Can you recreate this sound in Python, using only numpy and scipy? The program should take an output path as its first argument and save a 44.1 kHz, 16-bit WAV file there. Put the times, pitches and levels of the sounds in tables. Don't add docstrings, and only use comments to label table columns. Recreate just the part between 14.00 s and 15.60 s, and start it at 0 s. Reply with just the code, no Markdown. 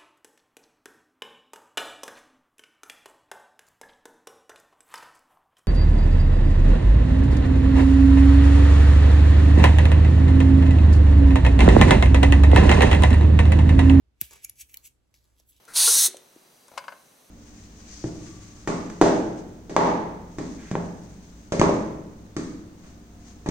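import sys
import numpy as np
from scipy import signal
from scipy.fft import rfft, irfft
from scipy.io import wavfile

SR = 44100
rng = np.random.default_rng(int(sys.argv[2]) if len(sys.argv) > 2 else 0)


def generate_wav(sig):
    pcm = np.round(np.clip(np.atleast_2d(sig).T, -1, 1) * 32767).astype(np.int16)
    wavfile.write(sys.argv[1], SR, pcm)


N = 70560
TIME = np.arange(N) / SR
FILTER_HZ, SPECTRUM_HZ = np.fft.rfftfreq(4096, 1 / SR), np.fft.rfftfreq(N, 1 / SR)


def amp(db):
    return 10 ** (np.asarray(db) / 20)


def unit_rms(x):
    return x / np.sqrt(np.mean(x ** 2) + 1e-20)


def curve(points, hz=FILTER_HZ):
    point_hz, value = np.transpose(points)
    return np.interp(np.log(hz + 1), np.log(point_hz + 1), value)


def bell(hz, octaves):
    return np.exp(-(np.log2((FILTER_HZ + 1) / hz) / octaves) ** 2 / 2)


def coloured(x, colour_db):
    log_gain = np.log(amp(np.r_[colour_db, colour_db[-2:0:-1]]))
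    minimum_phase = np.exp(np.conj(signal.hilbert(log_gain)))
    taps = np.fft.ifft(minimum_phase).real[:len(colour_db)]
    return signal.oaconvolve(x, taps / np.linalg.norm(taps))[:N]


def equalised(x, points):
    return irfft(rfft(x) * amp(curve(points, SPECTRUM_HZ)), N)


def swell(peak_s, rise_s, fall_s):
    t = TIME - peak_s
    contact = np.clip(t / rise_s + 4, 0, 1)
    return contact * np.exp(-abs(t) / np.where(t < 0, rise_s, fall_s))


def friction(envelope, slips_per_s, colour_db):
    size_db = -.5 * np.minimum(rng.exponential(1, N), 4)
    slips = amp(size_db) * rng.choice([-1, 1], N) * (rng.random(N) < slips_per_s / SR)
    return unit_rms(coloured(slips * envelope, colour_db)) * np.sqrt(np.mean(envelope ** 2))


def room_tone():
    # freq_hz, gain_db
    colour = [(20, -18.5), (35, -3), (55, -1.5), (80, -5.5), (115, -4.5), (170, -14.5), (300, -13),
              (600, -23), (1500, -29.5), (4000, -33.5), (10000, -43), (16000, -53)]
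    # freq_hz, correlation
    likeness = [(30, 0.84), (150, 0.47), (500, 0.11), (1500, 0.03)]
    air_db, right_lift_db, hum_db, hum_hz = -72, 1.5, -72, 59.95
    left, independent = rfft(rng.standard_normal((2, N)))
    shared = curve(likeness, SPECTRUM_HZ)
    right = shared * left + np.sqrt(1 - shared ** 2) * independent
    air = unit_rms(equalised(irfft(np.array([left, right]), N), colour))
    hum = np.sqrt(2) * np.sin(2 * np.pi * (hum_hz * TIME + rng.random()))
    return amp(air_db) * air * amp([[0], [right_lift_db]]) + amp(hum_db) * hum


def room_tail(x):
    # freq_hz, t60_s
    decay = [(100, 0.27), (3000, 0.16), (10000, 0.31), (16000, 0.16)]
    # freq_hz, gain_db
    colour = [(100, 0.5), (1000, 2), (3000, -3.5), (6000, -12.5), (16000, -19)]
    hz, t, noise = signal.stft(rng.standard_normal((2, SR // 2)), SR, nperseg=256)
    tail = signal.istft(noise * amp(-60 * t / curve(decay, hz)[:, None]), SR, nperseg=256)[1]
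    tail *= np.minimum(TIME[:tail.shape[1]] / .0031, 1)
    wet = signal.fftconvolve(x[None], tail / np.linalg.norm(tail[0]), axes=1)[:, :N]
    return equalised(wet, colour)


def mic_pair(x):
    # freq_hz, balance_db
    balance = [(100, -5), (1000, 13), (2500, 1), (4500, 4.5), (7000, -4.5), (9000, .5)]
    treble_hz, left_lead_s, pan_scatter_db, phase_scatter_rad = 7410, .000176, 3, 1.25
    hz, knots_hz = SPECTRUM_HZ, np.linspace(0, SR / 2, num=24)
    treble = 1 / (1 + (treble_hz / (hz + 1)) ** 20)
    mids = (1 - treble) * hz / (hz + 1000)
    turn, lean = (mids * np.interp(hz, knots_hz, row) for row in rng.standard_normal((2, len(knots_hz))))
    lag_rad = treble * 2 * np.pi * hz * left_lead_s + phase_scatter_rad * turn
    right = amp((curve(balance, hz) + pan_scatter_db * lean) / 2)
    return irfft(rfft(x) * np.array([1 / right, right * np.exp(-1j * lag_rad)]), N)


def early_echoes(x):
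    # delay_s, gain_db
    surfaces = [(.0018, -15), (.0031, -12.5)]
    echoes = np.zeros((2, N))
    for delay_s, gain_db in surfaces:
        delayed = irfft(rfft(x) * np.exp(-2j * np.pi * SPECTRUM_HZ * delay_s), N)
        echoes += mic_pair(amp(gain_db) * delayed)
    return echoes


def air_bumps():
    # peak_s, level_db, pitch_hz
    bumps = [(0.089, -61, 63.8), (0.258, -57, 59), (0.513, -62, 92.6), (0.642, -59.5, 66)]
    width_s = .012
    for peak_s, level_db, pitch_hz in bumps:
        t = TIME - peak_s
        yield amp(level_db) * np.exp(-(t / width_s) ** 2 / 2) * np.cos(2 * np.pi * pitch_hz * t)


def finger_thumps():
    # start_s, gain_db, t60_s
    landings = [(0.2128, -39, 0.12), (1.399, -45, 0.015)]
    top_hz, end_hz, drop_s, rise_s = 850, 50, .004, .0071
    puff_db, puff_hz, puff_fall_s = -7, 333, .015
    lowpass = signal.butter(2, puff_hz, fs=SR, output="sos")
    for start_s, gain_db, t60_s in landings:
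        t = np.maximum(TIME - start_s, 0)
        pitch_hz = end_hz + (top_hz - end_hz) / (1 + (t / drop_s) ** 2)
        pulse = np.sin(2 * np.pi * np.cumsum(pitch_hz * (t > 0)) / SR)
        air = unit_rms(signal.sosfilt(lowpass, rng.standard_normal((2, N))))
        puff = amp(puff_db) * np.exp(-t / puff_fall_s) * air
        yield amp(gain_db - 60 * t / t60_s) * np.minimum(t / rise_s, 1) * (pulse + puff)


def finger_crackles():
    # peak_s, level_db, rise_s, fall_s
    bends = [(0.309, -51.5, 0.00062, 0.031), (0.337, -56.5, 0.007, 0.0055), (0.359, -53, 0.0021, 0.0094),
             (0.788, -69, 0.057, 0.056), (1.308, -76, 0.19, 0.18)]
    # freq_hz, gain_db
    colour = [(100, 0), (230, -7), (350, 3.5), (650, -5), (900, -1), (1300, -4), (2100, -8), (3500, -8),
              (8000, -0.5), (16000, -13.5)]
    for peak_s, level_db, rise_s, fall_s in bends:
        envelope = swell(peak_s, rise_s, fall_s)
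        yield amp(level_db) * friction(envelope, slips_per_s=1500, colour_db=curve(colour))


def nail_pings():
    # start_s, gain_db, pitch_hz, t60_s
    pings = [(0.2132, -29.5, 2560, 0.0063), (0.2149, -37, 3620, .008), (0.448, -43, 2350, 0.025),
             (0.7425, -45, 2040, 0.0095), (0.7728, -36, 4300, 0.0081)]
    rise_s = .00056
    for start_s, gain_db, pitch_hz, t60_s in pings:
        t = np.maximum(TIME - start_s, 0)
        envelope = amp(gain_db - 60 * t / t60_s) * np.minimum(t / rise_s, 1)
        yield envelope * np.sin(2 * np.pi * pitch_hz * t)


def nail_ticks():
    # peak_s, level_db, half_width_s, low_shelf_hz, ring_hz, ring_db
    skids = [(0.309, -47, 0.00053, 1510, 7000, 21), (0.3351, -45, 0.0006, 1800, 6800, 7),
             (0.3588, -57, 0.00013, 1220, 3870, 3), (0.4475, -29.5, 0.00073, 4700, 6500, 3.5),
             (0.4504, -36, 0.00035, 4100, 6700, 7), (0.4969, -32, 0.00042, 3780, 7000, 3.5),
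             (0.7431, -36, 0.00057, 1840, 2860, 6.5), (0.772, -33, 0.0004, 3300, 14700, 15.5),
             (1.142, -51, 0.00023, 390, 5370, 5.5), (1.3995, -57.5, 0.00069, 1520, 6070, 12.5)]
    # freq_hz, gain_db
    colour = [(200, -8), (1000, -17.5), (2300, -4), (4200, -8), (7000, -0.5), (9000, -14), (11000, 1),
              (15800, -5), (17000, -37)]
    scrape_db, shelf_db = -12, -18
    for peak_s, level_db, half_width_s, low_shelf_hz, ring_hz, ring_db in skids:
        widths = (TIME - peak_s) / half_width_s
        envelope = np.exp(-widths ** 2 / 2) + amp(scrape_db) * np.exp(-abs(widths) / 4)
        low_cut_db = shelf_db / (1 + (FILTER_HZ / low_shelf_hz) ** 8)
        tone_db = curve(colour) + ring_db * bell(ring_hz, octaves=.13) + low_cut_db
        yield amp(level_db) * friction(envelope, slips_per_s=37000, colour_db=tone_db)


def skin_strokes():
    # peak_s, level_db, rise_s, fall_s, tilt_db_per_octave, hollow_hz
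    strokes = [(0.2168, -36.5, 0.0041, 0.005, -1.5, 2600), (0.239, -48, 0.011, 0.029, 1, 2900),
               (.335, -57, 0.052, 0.089, -4.5, 2420), (0.444, -44.5, 0.0098, 0.0065, 3.5, 2540),
               (0.496, -55, 0.0071, 0.0049, -2.5, 2380), (0.555, -61.5, 0.0012, 0.022, 1.5, 2200),
               (0.6143, -40, 0.016, 0.0088, 1.5, 2510), (0.695, -60.5, 0.0045, 0.047, -2, 2290),
               (.74, -57.5, 0.053, 0.042, 16, 2440), (0.856, -46, 0.011, 0.014, 1.5, 2400),
               (0.8762, -47.5, 0.0082, 0.0016, 4, 2450), (1.15, -63, 0.0066, 0.031, 0, 4080),
               (1.249, -72, 0.037, 0.021, 2, 3800), (1.399, -66, 0.024, 0.025, 1.5, 3400),
               (1.497, -57, 0.016, .02, 8, 2980), (1.532, -67, 0.026, 0.035, -0.5, 3170),
               (1.566, -63.5, 0.0069, 0.025, -0.5, 3100)]
    # freq_hz, gain_db
    colour = [(200, -16), (1000, -30), (1600, -14.5), (2300, -7.5), (4300, -2.5), (5700, 2), (7400, 3),
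              (9000, 0), (11500, -1.5), (14000, 1.5), (15700, -4.5), (16600, -44.5)]
    firm_slips_per_s, firm_db, halving_db = 7000, -44.5, 7
    hollow_db, pivot_hz = 8, 7000
    octaves = np.log2(np.maximum(FILTER_HZ, 1500) / pivot_hz)
    for peak_s, level_db, rise_s, fall_s, tilt_db_per_octave, hollow_hz in strokes:
        hollow = bell(hollow_hz, octaves=.24) - .5 * bell(2 * hollow_hz, octaves=.24)
        tone_db = curve(colour) + tilt_db_per_octave * octaves + hollow_db * hollow
        slips_per_s = firm_slips_per_s * 2 ** ((level_db - firm_db) / halving_db)
        yield amp(level_db) * friction(swell(peak_s, rise_s, fall_s), slips_per_s, tone_db)


def nail_snap():
    # start_s, energy_db
    flicks = [(0.2138, 2)]
    # freq_hz, gain_db
    colour = [(150, -34.5), (600, -24), (1100, -27.5), (2550, -19), (6000, -9.5), (8200, -9), (12000, 1.5),
              (15200, 10.5), (17000, -14.5)]
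    impulse = np.zeros(N)
    for start_s, energy_db in flicks:
        impulse[round(start_s * SR)] = amp(energy_db)
    return coloured(impulse, curve(colour))


def scene():
    ticks = [*nail_ticks(), *nail_pings()]
    fingers = [nail_snap(), *skin_strokes(), *finger_crackles()]
    echoes = early_echoes(sum(ticks + fingers))
    lows = sum(finger_thumps()) + sum(air_bumps())
    tick_send_db = -1
    tail = room_tail(sum(fingers) + amp(tick_send_db) * sum(ticks))
    direct = sum(mic_pair(sound) for sound in ticks + fingers)
    return direct + echoes + lows + tail + room_tone()


def record(dry):
    cutoff_hz = 16900
    lowpass = signal.firwin(301, cutoff_hz, window=("kaiser", 9), fs=SR)
    return signal.oaconvolve(dry, lowpass[None], "same")


dry = scene()
out = record(dry)
generate_wav(out)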